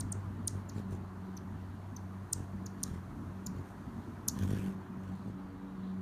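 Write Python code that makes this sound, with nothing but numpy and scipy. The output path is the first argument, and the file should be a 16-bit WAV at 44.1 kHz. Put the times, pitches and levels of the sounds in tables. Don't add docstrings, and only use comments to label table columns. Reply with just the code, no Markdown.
import sys
import numpy as np
from scipy import signal
from scipy.fft import rfft, irfft, next_fast_len
from scipy.io import wavfile
from scipy.ndimage import uniform_filter1d, map_coordinates

SR = 44100
rng = np.random.default_rng(int(sys.argv[2]) if len(sys.argv) > 2 else 0)


def file_out(sig):
    cols = np.atleast_2d(sig).T
    lim = np.clip(cols, -1, 1)
    pcm = np.round(lim * 32767).astype(np.int16)
    wavfile.write(sys.argv[1], SR, pcm)


def ratio_of_db(decibels):
    return 10 ** (np.asarray(decibels, float) / 20)


N = 265305

# time in seconds, level in dB.
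TRAFFIC_LEVEL = [(0, -55.5), (1.2, -57), (1.8, -57.5), (2.9, -56.5), (4.0, -56.5), (4.5, -55.5), (4.9, -57),
                 (6.02, -57.5)]
# frequency in Hz, density in dB per Hz.
WASH_SPECTRUM = [(210, -28), (360, 1.5), (500, -10.5), (600, -6.5), (780, -6.5), (1000, -4), (1300, -8.5),
                 (1750, -14), (2100, -20), (3300, -31), (4300, -44), (7000, -120)]
RUMBLE_SPECTRUM = [(15, -47), (28, -21.5), (45, -3), (70, -1), (120, 0), (230, 1.5), (340, -8), (450, -35),
                   (700, -62)]
HISS_SPECTRUM = [(2000, -53), (3300, -4.5), (6000, -3.5), (11000, -6), (15700, -10.5)]
LEAVES_SPECTRUM = [(1800, -30), (2800, -1.5), (4500, -2), (6500, -20.5), (9000, -34)]
# time in seconds, level in dB.
HISS_LEVEL = [(0, -72.5), (1, -74.5), (2, -73.5), (3, -72.5), (4.2, -72.5), (4.9, -75), (5.5, -76.5),
              (6.02, -76)]

# time in seconds, level in dB, second partial over the first in dB.
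DRONE_LEVEL = [(0, -47.5, -12.5), (.45, -49, -12.5), (.62, -52.5, -14.5), (.92, -44, 3.5),
               (1.05, -50.5, -7.5), (1.3, -48.5, 6.5), (1.55, -50.5, -6.5), (1.92, -53, -12),
               (2.1, -47.5, 1), (2.3, -53, -11), (2.62, -46.5, -1), (3.15, -52, -6), (3.4, -48.5, 0),
               (3.9, -58, -2.5), (4.62, -44.5, 8.5), (5.06, -51.5, 12.5), (5.5, -51.5, 4.5), (5.9, -47, 11)]
# time in seconds, pitch in Hz.
DRONE_PITCH = [(0, 97.3), (.6, 96.8), (1.3, 94.1), (2, 95.8), (3, 94.9), (6.02, 94.3)]
# multiple of the pitch, level in dB, share of the shift in weight.
DRONE_PARTIALS = [(1, 0, -0.5), (2, 2, 0.47), (3, -14, 0.028), (4, -20.5, 0.81), (5, -28.5, 0.0064)]
# time in seconds, multiple, width in seconds, gain in dB.
AIR_FADES = [(.12, 1, .15, 3), (.1, 2, 0.048, 1.5), (1.6, 1, 0.1, 4.5), (2.15, 1, .12, 1.5),
             (4.44, 1, .04, 13), (4.65, 1, 0.048, 7), (2.33, 1, 0.023, -6), (2.88, 1, .04, -18),
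             (3.12, 2, 0.094, -4), (3.95, 1, 0.089, 5), (4.2, 2, .06, -16), (4.72, 2, 0.03, 1),
             (4.85, 2, 0.058, -14), (4.95, 1, 0.027, -13), (5.18, 1, 0.025, -14), (5.52, 2, 0.036, -13),
             (5.7, 1, 0.08, -15)]

# start in seconds, length in ms, start in Hz, end in Hz, level in dB.
SONGBIRD_NOTES = [
    (5.255, 35, 3500, 3450, -76),
    (5.37, 30, 3700, 4150, -76),
    (5.67, 22, 3850, 3700, -73),
    (5.75, 25, 3750, 3650, -76),
    (5.828, 24, 3750, 4150, -69),
]
# frequency in Hz, decay by 60 dB in seconds.
BALCONY_T60 = [(3000, 0.24), (5000, 0.27), (7500, 0.25), (10000, 0.27), (15000, .25)]

# hardest downstroke in seconds, dying away in seconds, thrum in dB,
# feather hiss in dB, beats a second.
MANOEUVRES = [(.558, 0.094, -45.5, -79, 47), (0.784, 0.051, -44, -72, 52.6), (.931, 0.05, -43, -73.5, 47),
              (2.387, 0.11, -46, -76.5, 46.7), (2.868, 0.096, -48, -77, 47), (2.94, 0.089, -44, -79, 42.7),
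              (3.576, 0.092, -45.5, -82, 46.5), (3.689, 0.051, -56, -78, 53),
              (4.382, 0.059, -49, -70.5, 62), (4.435, 0.033, -40, -67, 50), (4.537, 0.11, -40.5, -66, 50.8),
              (4.663, 0.1, -45, -72, 49), (5.1, 0.17, -49.5, -80.5, 47), (5.284, 0.065, -45, -84, 52)]
# multiple of the beat, level in dB.
STROKE_HARMONICS = [(1, -9.5), (2, 5.5), (3, -1), (4, 1.5), (5, -5), (6, -7), (7, -10.5), (8, -8.5),
                    (9, -12), (10, -13.5), (11, -18.5), (12, -20.5), (13, -19), (14, -22)]
# time in seconds, gain in dB.
STROKE_ACCENTS = [(.764, 6.5), (.783, 1), (.803, 4), (2.365, 2), (2.387, -0.5), (2.409, 5), (2.918, 7),
                  (3.596, 3.5), (3.619, 5.5), (4.413, 7), (4.435, -5), (4.497, 2.5), (4.455, 6), (4.473, 3),
                  (4.536, 4.5), (4.555, -6), (4.594, 6), (4.613, 4), (4.517, 4), (4.383, 3.5)]
# frequency in Hz, density in dB per Hz.
FEATHER_SPECTRUM = [(880, -36), (1500, 3.5), (2290, -5), (3400, -6.5), (4800, -10), (8920, -10.5),
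                    (13700, -18.5), (15600, -18)]
# start in seconds, peak in dB, pitch in Hz.
FEATHER_SNAPS = [(.089, -64, 9000), (.7765, -59, 8000), (.796, -59, 8000), (.924, -58, 7000),
                 (4.3893, -43, 5500), (4.4065, -53, 4000), (4.4245, -54, 4500), (4.449, -54, 10000),
                 (4.4875, -55, 6300), (4.5095, -54, 9000), (4.5265, -54, 7400), (4.549, -51, 4000),
                 (4.5665, -51, 2600), (4.443, -52, 4000), (4.4615, -54, 3500), (4.4715, -56, 9000),
                 (4.586, -54, 6000), (4.594, -53, 4500), (4.604, -56, 7000), (4.674, -58, 2700),
                 (4.694, -59, 5000)]

# start in seconds, length in ms, top in Hz, end in Hz, bend of the fall.
CHIP_FALLS = dict( near=[(0.0, 11.7, 9450, 2900, 2.5), (0.1182, 11.2, 9550, 3700, 2.3),
              (0.4727, 9.3, 10040, 3050, 2.45), (2.3257, 9.8, 10000, 3300, 2.4)],
              scold=[(2.8306, 8.4, 9380, 3300, 1.85), (4.2787, 9.1, 10300, 3250, 1.85)],
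              far=[(0.6876, 12.2, 7300, 2900, 3.6), (1.3677, 10.6, 6330, 3500, 3.6),
              (1.9632, 9.4, 6380, 3200, 3.1), (2.6587, 10.4, 7210, 3300, 2.6),
              (3.4622, 9.2, 7280, 3500, 3.1), (4.2885, 10.7, 7100, 3200, 2.7)])
CHIP_EFFORT = dict( near=[(-38, -37, -37, -38, -37, -38, -38, -40, -42),
               (-47, -39, -36, -32, -32, -33, -35, -46, -54), (-34, -30, -29, -26, -24, -30, -27, -32, -32),
               (-35, -34, -34, -28, -21, -22, -26, -30, -35)],
               scold=[(-38, -29, -26, -38, -33, -26, -27, -34, -38),
               (-47, -37, -31, -30, -29, -25, -19, -30, -33)],
               far=[(-62, -58, -53, -52, -50, -48, -48, -50, -53),
               (-48, -47, -51, -50, -47, -45, -51, -48, -55), (-53, -45, -43, -43, -44, -49, -53, -53, -62),
               (-56, -51, -46, -44, -43, -46, -44, -50, -56), (-45, -39, -36, -37, -38, -43, -38, -39, -48),
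               (-46, -43, -40, -43, -42, -41, -40, -44, -44)])
# overtone, second voice, table bounce and surroundings, all in dB.
CHIP_TURNS = dict( near=[(-9, -60, -10, 0), (-15, -60, -14, 0), (-9, -60, -13, 0), (-8, -60, -14, -2)],
              scold=[(-6, -11, -13, -2), (-4, -3, -15, -1)], far=[(-11, -60, -12, 6), (-9, -60, -12, 0),
              (-12, -60, -13, 1), (-9, -60, -11, 2), (-5, -60, -14, -1), (-12, -60, -14, 0)])
# opening slide in Hz, breath in dB.
CHIP_VOICES = dict(near=(100, -30), scold=(150, -19), far=(550, -14))
# table bounce in ms, clutter in dB, balcony tail in dB,
# top pitch beamed away from the surroundings in dB.
CHIP_PLACES = dict(near=(2.4, -16, -15.5, 14), scold=(1.7, -16, -16.5, 4), far=(2.2, -11, -13.5, 13))
# frequency in Hz, gain in dB.
BEAK_GAIN = [(2600, -26), (3000, -8), (3250, -1), (4300, 0), (16000, 0)]

# frequency in Hz, gain in dB.
PORT_GAIN = [(4600, 0), (5000, -3), (5400, 0), (6600, 2), (7800, -2), (9300, 1), (10050, 0), (10350, -6),
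             (10700, 0), (14800, 0)]
# frequency in Hz, gain in dB.
BAND_LIMIT = [(14800, 0), (15400, -4), (15720, -60)]


def unit(x):
    return x / np.sqrt(np.mean(x ** 2) + 1e-20)


def along(points, hz):
    f, v = np.transpose(points)
    return np.interp(np.log(hz + 1), np.log(f + 1), v)


def curves(rows, t):
    s, *columns = np.transpose(rows)
    return [np.interp(t, s, column) for column in columns]


def bumps(events, t):
    return sum(db * np.exp(-((t - s) / width_s) ** 2) for s, width_s, db in events)


def wobble(rate):
    knots = rng.standard_normal(int(N * rate / SR) + 4)
    return map_coordinates(knots, [np.arange(N) * rate / SR])


def rush(spectrum, patchy_db, size=6):
    z = signal.stft(rng.standard_normal(N + 1024), nperseg=512)[2]
    field = uniform_filter1d(rng.standard_normal(z.shape), size=size, axis=0)
    field = uniform_filter1d(field, size=2 * size, axis=1)
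    x = signal.istft(z * ratio_of_db(patchy_db * unit(field)), nperseg=512)[1]
    m = next_fast_len(len(x))
    colour = ratio_of_db(along(spectrum, np.fft.rfftfreq(m, 1 / SR)))
    return unit(irfft(rfft(x, m) * colour, m)[:N])


def add(track, s, x):
    part = track[round(s * SR):][:len(x)]
    part += x[:len(part)]


def balcony_tail():
    hz, t, z = signal.stft(rng.standard_normal(SR // 4), SR, nperseg=128)
    decay = ratio_of_db(-60 * t / along(BALCONY_T60, hz)[:, None])
    h = signal.istft(z * decay, SR, nperseg=128)[1]
    h = h * (1 - np.exp(-np.arange(len(h)) / SR / .005))
    return h / np.linalg.norm(h)


def street():
    t = np.arange(N) / SR
    wash_db = curves(TRAFFIC_LEVEL, t)[0]
    hiss_db = curves(HISS_LEVEL, t)[0]
    mean_db = wash_db.mean()
    rumble_db = mean_db + 1.9 * (wash_db - mean_db)
    wash = ratio_of_db(wash_db + 1.5 + 0.3 * wobble(5)) * rush(WASH_SPECTRUM, patchy_db=1.8, size=2)
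    rumble = ratio_of_db(rumble_db + 8.5 + 1.3 * wobble(5.4)) * rush(RUMBLE_SPECTRUM, patchy_db=2.5)
    hiss = ratio_of_db(hiss_db) * rush(HISS_SPECTRUM, patchy_db=.4)
    leaves = ratio_of_db(-77.5 + 1.5 * wobble(10.0)) * rush(LEAVES_SPECTRUM, patchy_db=2.2)
    return wash + rumble + hiss + leaves


def drone():
    t = np.arange(N) / SR
    hz = curves(DRONE_PITCH, t)[0] + .45 * wobble(7)
    phase = 2 * np.pi * np.cumsum(hz) / SR
    level_db, shift_db = curves(DRONE_LEVEL, t)
    strain_db = bumps([(5.51, 0.33, 15.5)], t)
    out = np.zeros(N)
    for k, db, share in DRONE_PARTIALS:
        fades = [(s, width_s, gain) for s, multiple, width_s, gain in AIR_FADES if round(multiple) == k]
        partial_db = level_db + db + 2.0 + share * shift_db + bumps(fades, t)
        if k in (3, 5):
            partial_db = partial_db + strain_db
        shimmer_db = 2.0 * wobble(22)
        out += ratio_of_db(partial_db + shimmer_db) * np.sin(k * phase + k * k + 0.5 * wobble(6.9))
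    return out


def songbird():
    out = np.zeros(N)
    for s, ms, from_hz, to_hz, db in SONGBIRD_NOTES:
        u = np.linspace(0, 1, round(ms * SR / 1000))
        phase = 2 * np.pi * np.cumsum(from_hz + (to_hz - from_hz) * u) / SR
        note = ratio_of_db(db) * np.sin(np.pi * u) * np.sin(phase)
        add(out, s, note)
        add(out, s, ratio_of_db(-3) * signal.fftconvolve(note, balcony_tail()))
    return out


def feather_snaps():
    out = np.zeros(N)
    t = np.arange(300) / SR
    for s, db, hz in FEATHER_SNAPS:
        snap = signal.lfilter(*signal.iirpeak(hz, .7, SR), rng.standard_normal(len(t)))
        add(out, s, ratio_of_db(db - 60 * t / .012) * unit(snap))
    return out


def wings():
    build, linger = 0.95, 1.16
    edge_db = 23
    out, air = np.zeros(N), rush(FEATHER_SPECTRUM, patchy_db=3.5)
    uneven, gusty = wobble(45), wobble(160)
    accent_db = bumps([(s, .006, db) for s, db in STROKE_ACCENTS], np.arange(N) / SR)
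    for s, dying_s, peak_db, hiss_db, beat_hz in MANOEUVRES:
        part = slice(round((s - 2 * dying_s) * SR), round((s + 2 * dying_s) * SR))
        t = np.arange(N)[part] / SR - s
        slack_db = edge_db * (t / dying_s / np.where(t < 0, build, 1)) ** 2
        thrum_db = peak_db - slack_db
        phase = 2 * np.pi * beat_hz * t + .07 * uneven[part]
        dull = np.clip(-40 - thrum_db, 0, 20) * .06
        thrum = -sum(ratio_of_db(db - dull * k) * np.cos(k * phase + .07 * k * k) for k, db in STROKE_HARMONICS)
        downstroke = .7 * np.exp(5 * (np.cos(phase) - 1))
        upstroke = .6 * np.exp(-5 * (np.cos(phase) + 1))
        puff = .65 + downstroke + upstroke
        puff_db = hiss_db - slack_db / linger ** 2 + 12.0 + 2.2 * gusty[part]
        out[part] += ratio_of_db(thrum_db + 0.5 + .5 * uneven[part] + accent_db[part]) * thrum
        out[part] += ratio_of_db(puff_db) * puff * air[part]
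    return out + feather_snaps()


def chip_call(fall, effort_db, over_db, twin_db, scoop_hz, breath_db):
    s, ms, top_hz, end_hz, bend = fall
    u = np.linspace(0, 1, round(ms * SR / 1000))
    hz = top_hz - (top_hz - end_hz) * u ** bend - scoop_hz * np.exp(-u / .1)
    phase = 2 * np.pi * np.cumsum(hz) / SR
    opening = np.sin(np.pi / 2 * np.clip(u / .07, 0, 1)) ** 2
    closing = np.sin(np.pi / 2 * np.clip((1 - u) / .09, 0, 1)) ** 2
    level_db = np.interp(u, np.linspace(0, 1, len(effort_db)), effort_db) + along(BEAK_GAIN, hz)
    overtone_swell = np.clip((u - .5) / .25, .2, 1) * np.clip((hz - 3600) / 1500, 0, 1)
    overtone = ratio_of_db(over_db) * overtone_swell * np.sin(2 * phase)
    gap = 2 * np.pi * np.cumsum(2000 * (1 - u)) / SR
    twin = ratio_of_db(twin_db) * np.clip(1.5 - 2 * u, .1, 1) * np.sin(phase + gap)
    breath = ratio_of_db(breath_db) * signal.lfilter([1, -.7], 1, rng.standard_normal(len(u)))
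    return ratio_of_db(level_db) * opening * closing * (np.sin(phase) + overtone + twin + breath)


def near_clutter():
    n = np.arange(700)
    clutter = rng.standard_normal(700) * ratio_of_db(-60 * n / SR / .035)
    return clutter / np.linalg.norm(clutter)


def chips():
    out = np.zeros(N)
    foliage = signal.butter(2, 11500, fs=SR)
    for kind, falls in CHIP_FALLS.items():
        table_ms, clutter_db, tail_db, beamed_db = CHIP_PLACES[kind]
        for fall, effort_db, turned in zip(falls, CHIP_EFFORT[kind], CHIP_TURNS[kind]):
            s = fall[0]
            over_db, twin_db, table_db, around_db = turned
            call = chip_call(fall, effort_db, over_db, twin_db, *CHIP_VOICES[kind])
            u = np.linspace(0, 1, len(call))
            spill = call * ratio_of_db(-beamed_db * np.clip(1 - u / .7, 0, 1))
            muffled = signal.lfilter(*foliage, spill)
            add(out, s, call)
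            add(out, s + table_ms / 1000, ratio_of_db(table_db) * spill)
            add(out, s + .0012, ratio_of_db(clutter_db + around_db) * np.convolve(muffled, near_clutter()))
            add(out, s + .001, ratio_of_db(tail_db + around_db) * signal.fftconvolve(muffled, balcony_tail()))
    return signal.lfilter(*signal.butter(4, BEAK_GAIN[0][0], "high", fs=SR), out)


def scene():
    return (street() + drone() + songbird() + wings() + chips())[None]


def roll_off(x):
    return signal.sosfilt(signal.butter(12, 15740, fs=SR, output="sos"), x)


def record(dry):
    hz = np.fft.rfftfreq(N, 1 / SR)
    cepstrum = irfft(np.log(ratio_of_db(along(PORT_GAIN, hz))), N)
    folded = cepstrum * np.r_[1, 2 * (np.arange(1, N) < N / 2)]
    port = np.exp(rfft(folded))
    kept = irfft(rfft(dry) * port * ratio_of_db(along(BAND_LIMIT, hz)), N)
    fade = np.clip(np.arange(N)[::-1] / SR / .003, 0, 1)
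    return roll_off(kept * fade)


dry = scene()
out = record(dry)
file_out(out)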